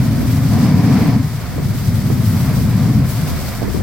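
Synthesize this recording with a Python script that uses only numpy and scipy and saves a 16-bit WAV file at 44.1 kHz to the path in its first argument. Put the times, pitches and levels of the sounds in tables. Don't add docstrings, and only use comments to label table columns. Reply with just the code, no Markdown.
import sys
import numpy as np
from scipy import signal
from scipy.fft import rfft, irfft
from scipy.io import wavfile
from scipy.ndimage import uniform_filter1d

SR = 44100
rng = np.random.default_rng(int(sys.argv[2]) if len(sys.argv) > 2 else 0)


def transcribe(signal):
    frames = np.atleast_2d(signal).T
    limited = np.clip(frames, -1, 1)
    pcm = np.round(limited * 32767).astype(np.int16)
    wavfile.write(sys.argv[1], SR, pcm)


N = 168462
T = np.arange(N) / SR
HZ = np.maximum(np.fft.rfftfreq(N, 1 / SR), 1)
WIND_LIKENESS = 0.1


def undb(db):
    return 10 ** (np.asarray(db) / 20)


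def curve(table, order=1):
    rows = np.array(table)
    return undb(np.interp(T, rows[:, 0], rows[:, order]))


def across(table, order=1):
    rows = np.array(table)
    return np.interp(np.log(HZ), np.log(rows[:, 0]), rows[:, order])


def walk(rate):
    hold = max(int(SR / rate), 1)
    steps = np.repeat(rng.standard_normal(N // hold + 1), hold)
    slow = uniform_filter1d(uniform_filter1d(steps, hold), hold)[:N]
    return slow / slow.std()


def noise():
    return rng.standard_normal((2, N))


def pan(db):
    gains = undb(np.array([[1], [-1]]) * db / 2)
    return gains / gains.mean()


def shape(source, gain, likeness=None):
    # frequency in Hz, likeness of left and right from -1 to 1,
    # left minus right in dB.
    stereo = [(40, 0.65, -3), (118, 1, 2.7), (290, 0.92, 0), (680, 0.9, 1.3), (1350, 0.86, -1),
              (2240, 0.61, 0.5), (3330, 0.18, 5.5), (4650, 0.26, -4.5), (7500, -0.18, 2), (10000, -.15, -3),
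              (14000, -.08, 5.5)]
    alike = np.clip(across(stereo) if likeness is None else likeness, -1, 1)
    blend = np.sqrt([1 + alike + 0 * HZ, 1 - alike + 0 * HZ])
    mid, side = rfft(source) * gain * blend
    left_right = np.array([mid + side, mid - side]) * pan(across(stereo, order=2))
    out = irfft(left_right, N)
    return out / out.mean(0).std()


def steady(x, span_s):
    power = uniform_filter1d(x.mean(0) ** 2, max(int(span_s * SR), 1))
    return x / np.sqrt(np.abs(power) + 1e-9)


def resonate(modes):
    power = 0
    for hz, width, db in modes:
        detune = (HZ / hz - hz / HZ) * hz / width / np.sqrt(2)
        power = power + undb(db) ** 2 / (1 + detune ** 2) ** 2
    return steady(shape(noise(), np.sqrt(power)), span_s=.09)


def droplets():
    drops_per_s, drop_spread_db = 7000, 3
    drop_share = 0.37
    lands = rng.random((2, N)) < drops_per_s / SR
    size = np.minimum(rng.exponential(size=(2, N)), 2 * np.pi)
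    ticks = lands * np.sign(noise()) * undb(drop_spread_db * size)
    return np.sqrt(drop_share) * ticks / ticks.std() + np.sqrt(1 - drop_share) * noise()


def cave():
    # time in seconds,
    # level in dB (the boom gets a trim below).
    boom_levels = [(0.0, -14), (0.18, -17.5), (0.21, -28), (0.3, -14.5), (0.94, -14.5), (1.03, -20.5),
                   (1.15, -14.5), (1.55, -29), (1.61, -18), (1.86, -21.5), (1.9, -11.5), (2.0, -19),
                   (2.35, -13), (2.37, -17), (3.04, -14), (3.1, -21.5), (3.23, -16), (3.27, -25.5),
                   (3.78, -30), (3.82, -18)]
    throat_levels = [(0, -20), (.12, -22), (.46, -25), (.55, -15), (.65, -13.5), (.85, -14), (1.18, -16.5),
                     (1.26, -33), (1.5, -37), (1.68, -24.5), (1.8, -29), (2.0, -19.5), (2.25, -22),
                     (2.5, -20), (2.75, -18), (2.98, -15.5), (3.07, -27), (3.3, -32), (3.58, -32.5),
                     (3.82, -25)]
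    mouth_levels = [(0, -24), (.25, -21), (.45, -23.5), (.62, -20.5), (1.0, -18), (1.21, -20.5),
                    (1.27, -56), (1.9, -33.5), (2.5, -35), (2.75, -34.5), (3.0, -23), (3.08, -40),
                    (3.82, -50)]
    # frequency in Hz, width in Hz, relative level in dB.
    cave_modes = [(115.9, 35.8, 3), (143, 30, -1.5)]
    throat_modes = [(177, 38, -0.44), (212.7, 42, -0.18)]
    mouth_modes = [(259.3, 26, 0)]
    boom_trim_db = 1
    boom = resonate(cave_modes) * curve(boom_levels) * undb(boom_trim_db)
    growl = resonate(throat_modes) * curve(throat_levels)
    hollow_note = resonate(mouth_modes) * curve(mouth_levels)
    return boom + growl + hollow_note


def jet():
    # time in seconds, level in dB before trim and churn.
    jet_levels = [(0, -37), (.42, -39), (.6, -35.5), (.78, -37.5), (.99, -32), (1.22, -41), (1.6, -41),
                  (2.13, -41.5), (2.5, -36.5), (2.7, -38), (3.02, -39.5), (3.38, -36.5), (3.6, -39),
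                  (3.82, -45)]
    # frequency in Hz, relative level in dB per Hz.
    jet_colour = [(150, -8), (300, 1), (365, -5), (460, -1), (590, 0), (710, 0.5), (840, -4.5), (1000, -3),
                  (1400, -5.5), (1700, -8), (2300, -8), (2800, -17), (5000, -17.5), (12000, -59)]
    trim_db, churn_db = 5.5, 1.1
    rush = shape(noise(), undb(across(jet_colour))) * curve(jet_levels)
    return rush * undb(trim_db + churn_db * walk(70))


def spray():
    # time in seconds, level of the hiss in dB,
    # level of the finest mist in dB, both before trim and flutter.
    spray_levels = [(0, -43, -40.5), (.15, -45, -44.5), (.3, -43.5, -40), (.44, -43, -42),
                    (.56, -41.5, -40), (.69, -42, -43), (.74, -47.5, -45), (.9, -43.5, -44),
                    (1.08, -46.5, -43), (1.18, -46.5, -46.5), (1.58, -46, -44.5), (2.0, -43.5, -42),
                    (2.2, -44.5, -41.5), (2.36, -41.5, -38.5), (2.6, -44.5, -41.5), (2.87, -42.5, -42.5),
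                    (3.01, -46.5, -44), (3.12, -42, -40.5), (3.47, -41.5, -40), (3.64, -47, -45.5),
                    (3.73, -43, -42.5), (3.82, -46, -46)]
    # frequency in Hz, relative level in dB per Hz.
    hiss_colour = [(1200, -21), (2400, -5), (3300, -2), (4000, -1.5), (4900, 1), (5800, -1), (6700, -3.5),
                   (8000, -3), (9500, -6), (10800, -9), (13000, -13), (16000, -25)]
    mist_colour = [(4000, -48), (8000, -6), (10900, -6.5), (12300, 0.5), (14000, -1), (16000, -3)]
    hiss_trim_db, mist_trim_db, flutter_db = 4.5, 3, 1.2
    hiss = shape(droplets(), undb(across(hiss_colour))) * curve(spray_levels) * undb(hiss_trim_db)
    mist = shape(droplets(), undb(across(mist_colour))) * curve(spray_levels, order=2)
    mist = mist * undb(mist_trim_db)
    return (hiss + mist) * undb(flutter_db * walk(44.92))


def surf():
    # frequency in Hz, relative level in dB per Hz.
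    surf_colour = [(40, 1), (130, 1.5), (300, -12), (600, -13), (1200, -7.5), (2200, -6), (3000, -31),
                   (8000, -41), (16000, -45)]
    level_db, swell_db = -41.5, 1.4
    return shape(noise(), undb(across(surf_colour))) * undb(level_db + swell_db * walk(3.8))


def wind():
    # time in seconds, level in dB before the trim.
    wind_levels = [(0, -26), (.1, -29), (.22, -21.5), (.36, -35), (.55, -23), (.75, -40), (1.02, -27.5),
                   (1.2, -31), (1.36, -35.5), (1.52, -27.5), (1.7, -27), (2.3, -31.5), (2.4, -32),
                   (2.48, -26), (2.58, -22), (2.78, -34), (3.0, -25), (3.14, -30), (3.27, -22.5),
                   (3.53, -28), (3.82, -24)]
    # frequency in Hz, relative level in dB per Hz.
    wind_colour = [(10, -12), (25, -2), (45, 3.5), (70, 12.5), (110, -1.5), (200, 0), (400, -12),
                   (1200, -47), (4000, -75)]
    trim_db = 0.5
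    rumble = shape(noise(), undb(across(wind_colour)), WIND_LIKENESS)
    return steady(rumble, span_s=0.206) * curve(wind_levels) * undb(trim_db)


def buffets():
    # start in seconds, fading length in seconds, level in dB,
    # extra left minus right in dB.
    eddies = [(0.202, 0.036, -24.5, -9), (1.555, 0.053, -26, 3), (2.098, 0.016, -18, -15),
              (3.627, 0.029, -21, -20), (3.679, 0.026, -24, 15), (3.74, 0.053, -21.5, 27)]
    # time of the peak in seconds, peak in dB, left minus right in dB.
    knocks = [(1.583, -17, -18), (2.103, -17.5, -16), (3.620, -13, -26), (3.6287, -15, -20),
              (3.755, -18, 22), (3.807, -19, -6)]
    # frequency in Hz, relative level in dB per Hz.
    buffet_colour = [(30, -10), (90, 4), (250, 0.5), (370, -2), (510, -8), (700, -19.5), (1100, -21.5),
                     (2000, -40), (5000, -70)]
    attack_s, knock_s = 0.00089, 0.00045
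    flutter = shape(noise(), undb(across(buffet_colour)), WIND_LIKENESS)
    flutter = steady(flutter, span_s=0.0214)
    out = np.zeros((2, N))
    for at, length, db, pan_db in eddies:
        age = np.maximum(T - at, 0)
        swell = (1 - np.exp(-age / attack_s)) * np.exp(-(age / length) ** 2 / 2)
        out += undb(db) * pan(pan_db) * flutter * swell
    for at, db, pan_db in knocks:
        spread = ((T - at) / knock_s) ** 2
        out += undb(db) * pan(pan_db) * (1 - spread) * np.exp(-spread / 2)
    return out


def blast():
    # start in seconds, end in seconds, level in dB.
    blasts = [(0.518, 0.73, -30), (0.742, 0.822, -29.5), (0.845, 1.166, -29), (2.426, 2.617, -38.5),
              (2.81, 2.988, -36.5)]
    # frequency in Hz, width in Hz, relative level in dB.
    shaft_modes = [(460, 59, 3), (710, 100, 2), (985, 105, -2), (1130, 130, -7), (1960, 760, -12.5),
                   (4940, 1400, -17)]
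    edge_s = 0.017
    force = np.zeros(N)
    for start, end, db in blasts:
        opening = np.tanh((T - start) / edge_s)
        closing = np.tanh((T - end) / edge_s)
        force += undb(db) * (opening - closing) / 2
    return resonate(shaft_modes) * force


def spatters():
    # middle in seconds, length in seconds (spread of a bell curve),
    # level in dB, extra left minus right in dB.
    sheets = [(2.29, .03, -38, 3), (3.105, .022, -33, 5)]
    # frequency in Hz, relative level in dB per Hz.
    spatter_colour = [(2000, -28), (5000, -12), (10000, -4), (12500, -3), (16000, -3)]
    swell = np.zeros((2, N))
    for at, length, db, pan_db in sheets:
        swell += np.exp(-((T - at) / length) ** 2 / 2) * undb(db) * pan(pan_db)
    return shape(droplets(), undb(across(spatter_colour))) * swell


def scene():
    blowhole = cave() + jet() + spray() + blast() + spatters()
    return blowhole + surf() + wind() + buffets()


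def record(dry):
    top_hz = 15950
    rounded = dry / (1 + dry ** 8) ** (1 / 8)
    low_pass = signal.ellip(10, .1, 80, top_hz, fs=SR, output="sos")
    return signal.sosfilt(low_pass, rounded)


dry = scene()
out = record(dry)
transcribe(out)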